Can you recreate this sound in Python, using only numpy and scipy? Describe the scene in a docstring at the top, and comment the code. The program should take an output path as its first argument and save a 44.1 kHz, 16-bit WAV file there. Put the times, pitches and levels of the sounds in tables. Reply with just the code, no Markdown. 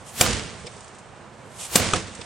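"""Two loud cracks, each with a boom and a rattle, then a softer knock, over distant traffic.
A bar is swung twice at a laminated glass door in a sheet-metal wall, outdoors. Each blow crushes
the glass and overloads the microphone; the pane booms and the door and wall rattle on.
After the second blow the bar knocks again. Sleeves swish, shoes scuff and splinters tick."""
import sys
import numpy as np
from scipy import signal
from scipy.fft import rfft, irfft
from scipy.io import wavfile

SR = 44100
rng = np.random.default_rng(int(sys.argv[2]) if len(sys.argv) > 2 else 0)


def store_wav(level_fs):
    """Save 16-bit WAV to argv[1]."""
    pcm = np.round(np.clip(np.atleast_2d(level_fs), -1, 1) * 32767)
    wavfile.write(sys.argv[1], SR, pcm.T.astype(np.int16))


N = 99225

# The two blows: (time [s], crack gain [dB], pane gain [dB], rattle gain [dB])
BLOWS = [(0.2103, -5, 1, 1.5), (1.7564, -4, -4, 1.5)]
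# Tones of the pane in its frame: (pitch [Hz], relative level [dB], time to fade by 60 dB [s])
PANE_TONES = [(56.5, -38, 0.62), (94.6, -40.5, 1), (135.3, -32, 0.37), (210.2, -35.5, 0.58),
              (329.2, -31.5, 0.49), (399, -21.5, .06), (514.5, -23, 0.15), (577, -17, 0.035),
              (722.3, -19.5, 0.12), (1210, -36, 0.19)]
# Tone colour of the rattling door and wall: (frequency [Hz], relative level [dB])
RATTLE_COLOUR = [(21, -21), (35, -8), (98, 1.5), (150, -4), (205, -0.5), (286, -7.5), (338, -9.5),
                 (507, -6), (558, -9), (878, -12), (1520, -11), (3850, -14), (8080, -16.5), (10500, -23),
                 (13600, -54), (22000, -120)]
# The sound leans toward the wall on the right: (frequency [Hz], left minus right [dB])
WALL_LEAN = [(60, -7.5), (200, -4.5), (700, -4.5), (2400, -2.5), (8000, -1.5)]

PUSH_HZ, PUSH_DB, PUSH_FADE_S = 100, -17.5, 0.018  # the thump of the pane shoving the air
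WIDTH, CRACK_WIDTH = 0.36, 0.15  # stereo widths
SIDES = np.array([[1], [-1]])  # left, right


def gain(db):
    """Turn decibels into a factor to multiply by."""
    return 10 ** (np.asarray(db) / 20)


def look_up(table, hz):
    """Read between the rows of a table, with octaves evenly spaced."""
    freqs, values = np.array(table, float).T
    return np.interp(np.log(np.maximum(hz, 1)), np.log(freqs), values)


def since(start):
    """Seconds since a moment, negative before it."""
    return np.arange(N) / SR - start


def wall_tilt(hz):
    """Left and right gains that move a sound toward the wall."""
    return gain(SIDES * look_up(WALL_LEAN, hz) / 2)


def noise(colour, width=WIDTH, lean=True):
    """Stereo noise of a given tone colour, scaled to a level of one."""
    # Stereo spread: (frequency [Hz], width factor)
    spread = [(60, 0.82), (500, 0.88), (4000, 1.17), (9000, 1.54), (11000, 0.24)]
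    hz = np.fft.rfftfreq(N, 1 / SR)
    low, high = colour[0][0], colour[-1][0]
    roll_off = np.minimum(hz / low, 1) ** 2 * np.exp(-10 * np.maximum(hz / high - 1, 0))
    mid, side = rfft(rng.standard_normal((2, N))) * gain(look_up(colour, hz)) * roll_off
    stereo = mid + width * look_up(spread, hz) * side * SIDES
    out = irfft(stereo * (wall_tilt(hz) if lean else 1), N)
    return out / out.mean(0).std()


def wander(turns_per_s):
    """A line that drifts between random values, mostly within -1 to 1."""
    points = rng.standard_normal(2000)
    return np.interp(since(0) * turns_per_s, np.arange(len(points)), points)


def burst(start, fade_s, hold_s=0):
    """A level that jumps up, holds, then falls by 60 dB every fade_s."""
    t = since(start)
    return (t >= 0) * gain(-60 * np.maximum(t - hold_s, 0) / fade_s)


def ring(start, tones, lean=True):
    """The pure tones of a struck object, each fading at its own speed."""
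    out = 0
    for hz, db, fade_s in tones:
        tone = gain(db) * burst(start, fade_s) * np.sin(2 * np.pi * hz * since(start))
        out = out + tone * (wall_tilt(hz) if lean else 1)
    return out


def grains(per_s=150, grain_s=0.00076):
    """Broken edges grind together: a steady level with tiny spikes of uneven size."""
    chance, size = rng.random(N), rng.standard_normal(N)
    hits = (chance < per_s / SR) * gain(-14.5 + 9 * np.clip(size, -2, 2))
    level = 0.5 + signal.lfilter([1], [1, -np.exp(-1 / (grain_s * SR))], hits)
    return level / np.sqrt(np.mean(level ** 2))


def outdoors():
    """Distant traffic rumbles, and a thin hiss comes and goes."""
    # Colours of the traffic and the hiss: (frequency [Hz], relative level [dB])
    traffic_colour = [(15, -59), (25, -19), (103, 1), (183, -3), (217, -1.5), (308, -10), (366, -5.5),
                      (532, -5), (919, -6), (1750, -13), (2030, -16.5), (2190, -16), (9500, -38),
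                      (12400, -64), (20900, -120)]
    hiss_colour = [(1000, 2), (2500, -2), (5000, -5.5), (8800, -1.5), (10000, -15)]
    # Rise and fall of the hiss: (time [s], level [dB])
    hiss_levels = [(0, -54.5), (0.752, -48), (1.0, -56), (1.25, -60), (1.5, -58), (1.6, -50.5),
                   (2.0, -47.5), (2.25, -45.5)]
    flicker = gain(1.2 * wander(60))
    hiss = gain(np.interp(since(0), *np.array(hiss_levels).T)) * flicker
    traffic = gain(-45 + 0.5 * wander(9.85)) * noise(traffic_colour)
    return traffic + hiss * noise(hiss_colour)


def feet():
    """Shoes come down and scuff on gritty concrete."""
    # Footfalls: (time [s], level [dB])
    footfalls = [(0.529, -36.5), (0.646, -36), (0.765, -45.5), (2.191, -36)]
    # Scuffs of shoes and cloth: (time [s], level [dB], half length [s])
    scrapes = [(0.672, -34.5, 0.0045), (2.217, -37, 0.00415)]
    # Colours of a step and a scuff: (frequency [Hz], relative level [dB])
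    step_colour = [(40, -25), (100, 6), (220, 5), (330, -18.5), (480, 13.5), (700, -55), (1000, -18),
                   (5000, -35)]
    scuff_colour = [(100, -16), (450, 7.5), (1200, -5), (1750, -12), (2200, 5.5), (2750, -3), (3500, 3.5),
                    (4300, -2), (5300, 3.5), (6800, -19.5), (9000, -33.5), (10500, -53)]
    steps = sum(gain(db) * burst(s, fade_s=0.098) for s, db in footfalls)
    scuffs = sum(gain(db) / np.hypot(1, (since(s) / half) ** 2) for s, db, half in scrapes)
    grit = gain(2 * wander(600))
    return noise(step_colour) * steps + noise(scuff_colour) * scuffs * grit


def splinters():
    """Splinters give small gritty ticks as the cracked pane settles."""
    # Ticks: (time [s], level [dB], fade time [s])
    ticks = [(0.6678, -36, 0.031), (0.764, -45, .05), (0.806, -42, 0.051), (0.845, -40.5, 0.018),
             (0.88, -44.5, 0.036), (0.948, -47, 0.044), (0.984, -45.5, 0.082), (2.15, -35.5, 0.037),
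             (2.2147, -34.5, 0.018)]
    # Colour of a tick: (frequency [Hz], relative level [dB])
    tick_colour = [(1000, -30), (3000, -14), (6000, -6.5), (8300, 0), (9800, -12), (10800, -3)]
    level = sum(gain(db) * burst(s, fade_s) for s, db, fade_s in ticks)
    return noise(tick_colour) * gain(0.97 * wander(500)) * level


def swings(swell_db_per_s=314):
    """Sleeves and bar swish through the air; a hiss swells up to each blow."""
    # Swings: (time of the middle [s], level [dB], half length [s])
    strokes = [(0.093, -44.5, 0.023), (1.632, -35, .033)]
    # Colours of the swish and the swell: (frequency [Hz], relative level [dB])
    swish_colour = [(350, -16), (600, -2), (1440, -6.5), (1760, -18), (1990, -10), (2920, -1), (4500, -7),
                    (8550, 2), (11500, -9), (15000, -39), (22000, -120)]
    swell_colour = [(60, 1), (300, -6.5), (1500, -7.5), (5000, -9), (8500, -8), (11000, -10),
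                    (15000, -16.5)]
    swish = sum(gain(db) / np.hypot(1, (since(s) / half) ** 2) for s, db, half in strokes)
    swell = sum((since(s) < 0) * gain(-23.5 - swell_db_per_s * abs(since(s))) for s, *_ in BLOWS)
    sleeves = noise(swish_colour) * swish * gain(1.4 * wander(150))
    return sleeves + noise(swell_colour, lean=False) * swell


def knocks(hollow_hz=1275):
    """The bar lands again more softly: a hollow knock, a shove of the pane and a short rattle."""
    # Later touches of the bar: (time [s], gain [dB])
    touches = [(1.935, -0.5), (1.9569, -20.5), (1.98, -24.5)]
    # Colour of a knock: (frequency [Hz], relative level [dB])
    knock_colour = [(59, -39), (100, -14), (484, 0.5), (1330, -2.5), (1560, -20), (1860, -41), (2490, -2),
                    (4460, -17), (5310, -25), (6330, -10), (7110, -27), (7690, -4.5), (10500, -31),
                    (13600, -60), (22000, -120)]
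    contact = gain(-11.5) * noise(knock_colour, CRACK_WIDTH, lean=False)
    chatter = gain(-22.5) * noise(RATTLE_COLOUR) * gain(2.8 * wander(200))
    out = 0
    for s, db in touches:
        tap = contact * burst(s, fade_s=0.017, hold_s=0.0029)
        hollow = ring(s, [(hollow_hz, -9.5, 0.029)], lean=False)
        push = ring(s, [(PUSH_HZ, PUSH_DB - 1, PUSH_FADE_S)], lean=False)
        boom = gain(-1.5) * ring(s, PANE_TONES)
        out = out + gain(db) * (tap + hollow + push + boom + chatter * burst(s, fade_s=0.23))
    return out


def rattle(hold_s=0.095, sag_db_per_s=38, rise_cycles=3.5):
    """Cracked glass crunches and the wall panels chatter, then die away, the highest sounds first."""
    # How long the rattle lasts: (frequency [Hz], fade time [s])
    fade_times = [(60, 1.0), (200, 0.98), (700, 0.7), (2500, 0.87), (8000, 0.65), (13000, 0.56)]
    hz = np.fft.rfftfreq(N, 1 / SR)
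    chatter, crunch = rfft(noise(RATTLE_COLOUR)), grains()
    octaves_hz = 50 * 2. ** np.arange(9)
    out = 0
    for centre, share in zip(octaves_hz, np.eye(len(octaves_hz))):
        one_octave = look_up(list(zip(octaves_hz, share)), hz)
        band = irfft(chatter * one_octave, N) * (crunch if centre > 600 else 1)
        for s, _, _, db in BLOWS:
            t = np.maximum(since(s), 0)
            # A panel needs a few cycles to get going, so the low sounds come late.
            rise = 1 - np.exp(-t * centre / rise_cycles)
            sag = gain(db - sag_db_per_s * np.minimum(t, hold_s))
            out = out + band * rise * sag * burst(s, look_up(fade_times, centre), hold_s)
    return gain(-22) * out


def glass_spray():
    """Glass splinters finely right after each blow."""
    # Colour of the splintering: (frequency [Hz], relative level [dB])
    spray_colour = [(600, -10), (1500, -3), (3000, -26), (5000, -8), (8500, -3), (10500, -1), (15000, -5)]
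    level = sum(gain(db - 13.5) * burst(s, fade_s=0.14) for s, db, _, _ in BLOWS)
    return noise(spray_colour) * grains() * level


def pane_booms(sway_hz=59, sway_delay_s=0.116, sway_s=0.037):
    """The struck pane shoves the air and booms; the whole door sways a moment later."""
    out = 0
    for s, _, db, _ in BLOWS:
        push = ring(s, [(PUSH_HZ, PUSH_DB, PUSH_FADE_S)], lean=False)
        t = since(s + sway_delay_s)
        sway = gain(-31) * np.exp(-(t / sway_s) ** 2) * np.sin(2 * np.pi * sway_hz * t)
        out = out + gain(db) * (push + ring(s, PANE_TONES) + sway * wall_tilt(sway_hz))
    return out


def cracks():
    """The bar crushes the glass for a few milliseconds and rings."""
    # Colour of glass being crushed: (frequency [Hz], relative level [dB])
    crack_colour = [(60, -9), (130, 5.5), (280, 5.5), (420, -4.5), (750, 1), (1050, -4.5), (1600, -7),
                    (2200, -1.5), (3000, -1.5), (4000, -6), (5400, -1), (6600, -6), (7500, 0), (8700, -3),
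                    (10500, -19.5), (15000, -19)]
    # Tones of the bar: (pitch [Hz], relative level [dB], fade time [s])
    bar_tones = [(1565, -38, 0.027), (2234, -23.5, 0.12), (5540, -26, 0.045), (7250, -21, 0.031),
                 (7310, -8, 0.036), (8240, -24, 0.026)]
    crush = gain(-2) * noise(crack_colour, CRACK_WIDTH, lean=False)
    out = 0
    for s, db, _, _ in BLOWS:
        crack = crush * burst(s, fade_s=0.015, hold_s=0.0044)
        out = out + gain(db) * (crack + ring(s, bar_tones, lean=False))
    return out


def scene(edge_hz=9880):
    """Add all the sounds; only the blows, their spray and the swings keep their highest treble."""
    treble_cut = signal.cheby1(8, 0.3, edge_hz, fs=SR, output="sos")
    duller = signal.sosfilt(treble_cut, rattle() + knocks() + feet() + splinters() + outdoors())
    return duller + cracks() + pane_booms() + glass_spray() + swings()


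def record(dry, ceiling=0.66, top_hz=15900):
    """The cracks overload the microphone: their peaks are flattened, then the top treble is cut."""
    treble_cut = signal.ellip(8, 0.2, 80, top_hz, fs=SR, output="sos")
    return signal.sosfilt(treble_cut, np.clip(dry, -ceiling, ceiling))


dry = scene()
out = record(dry)
store_wav(out)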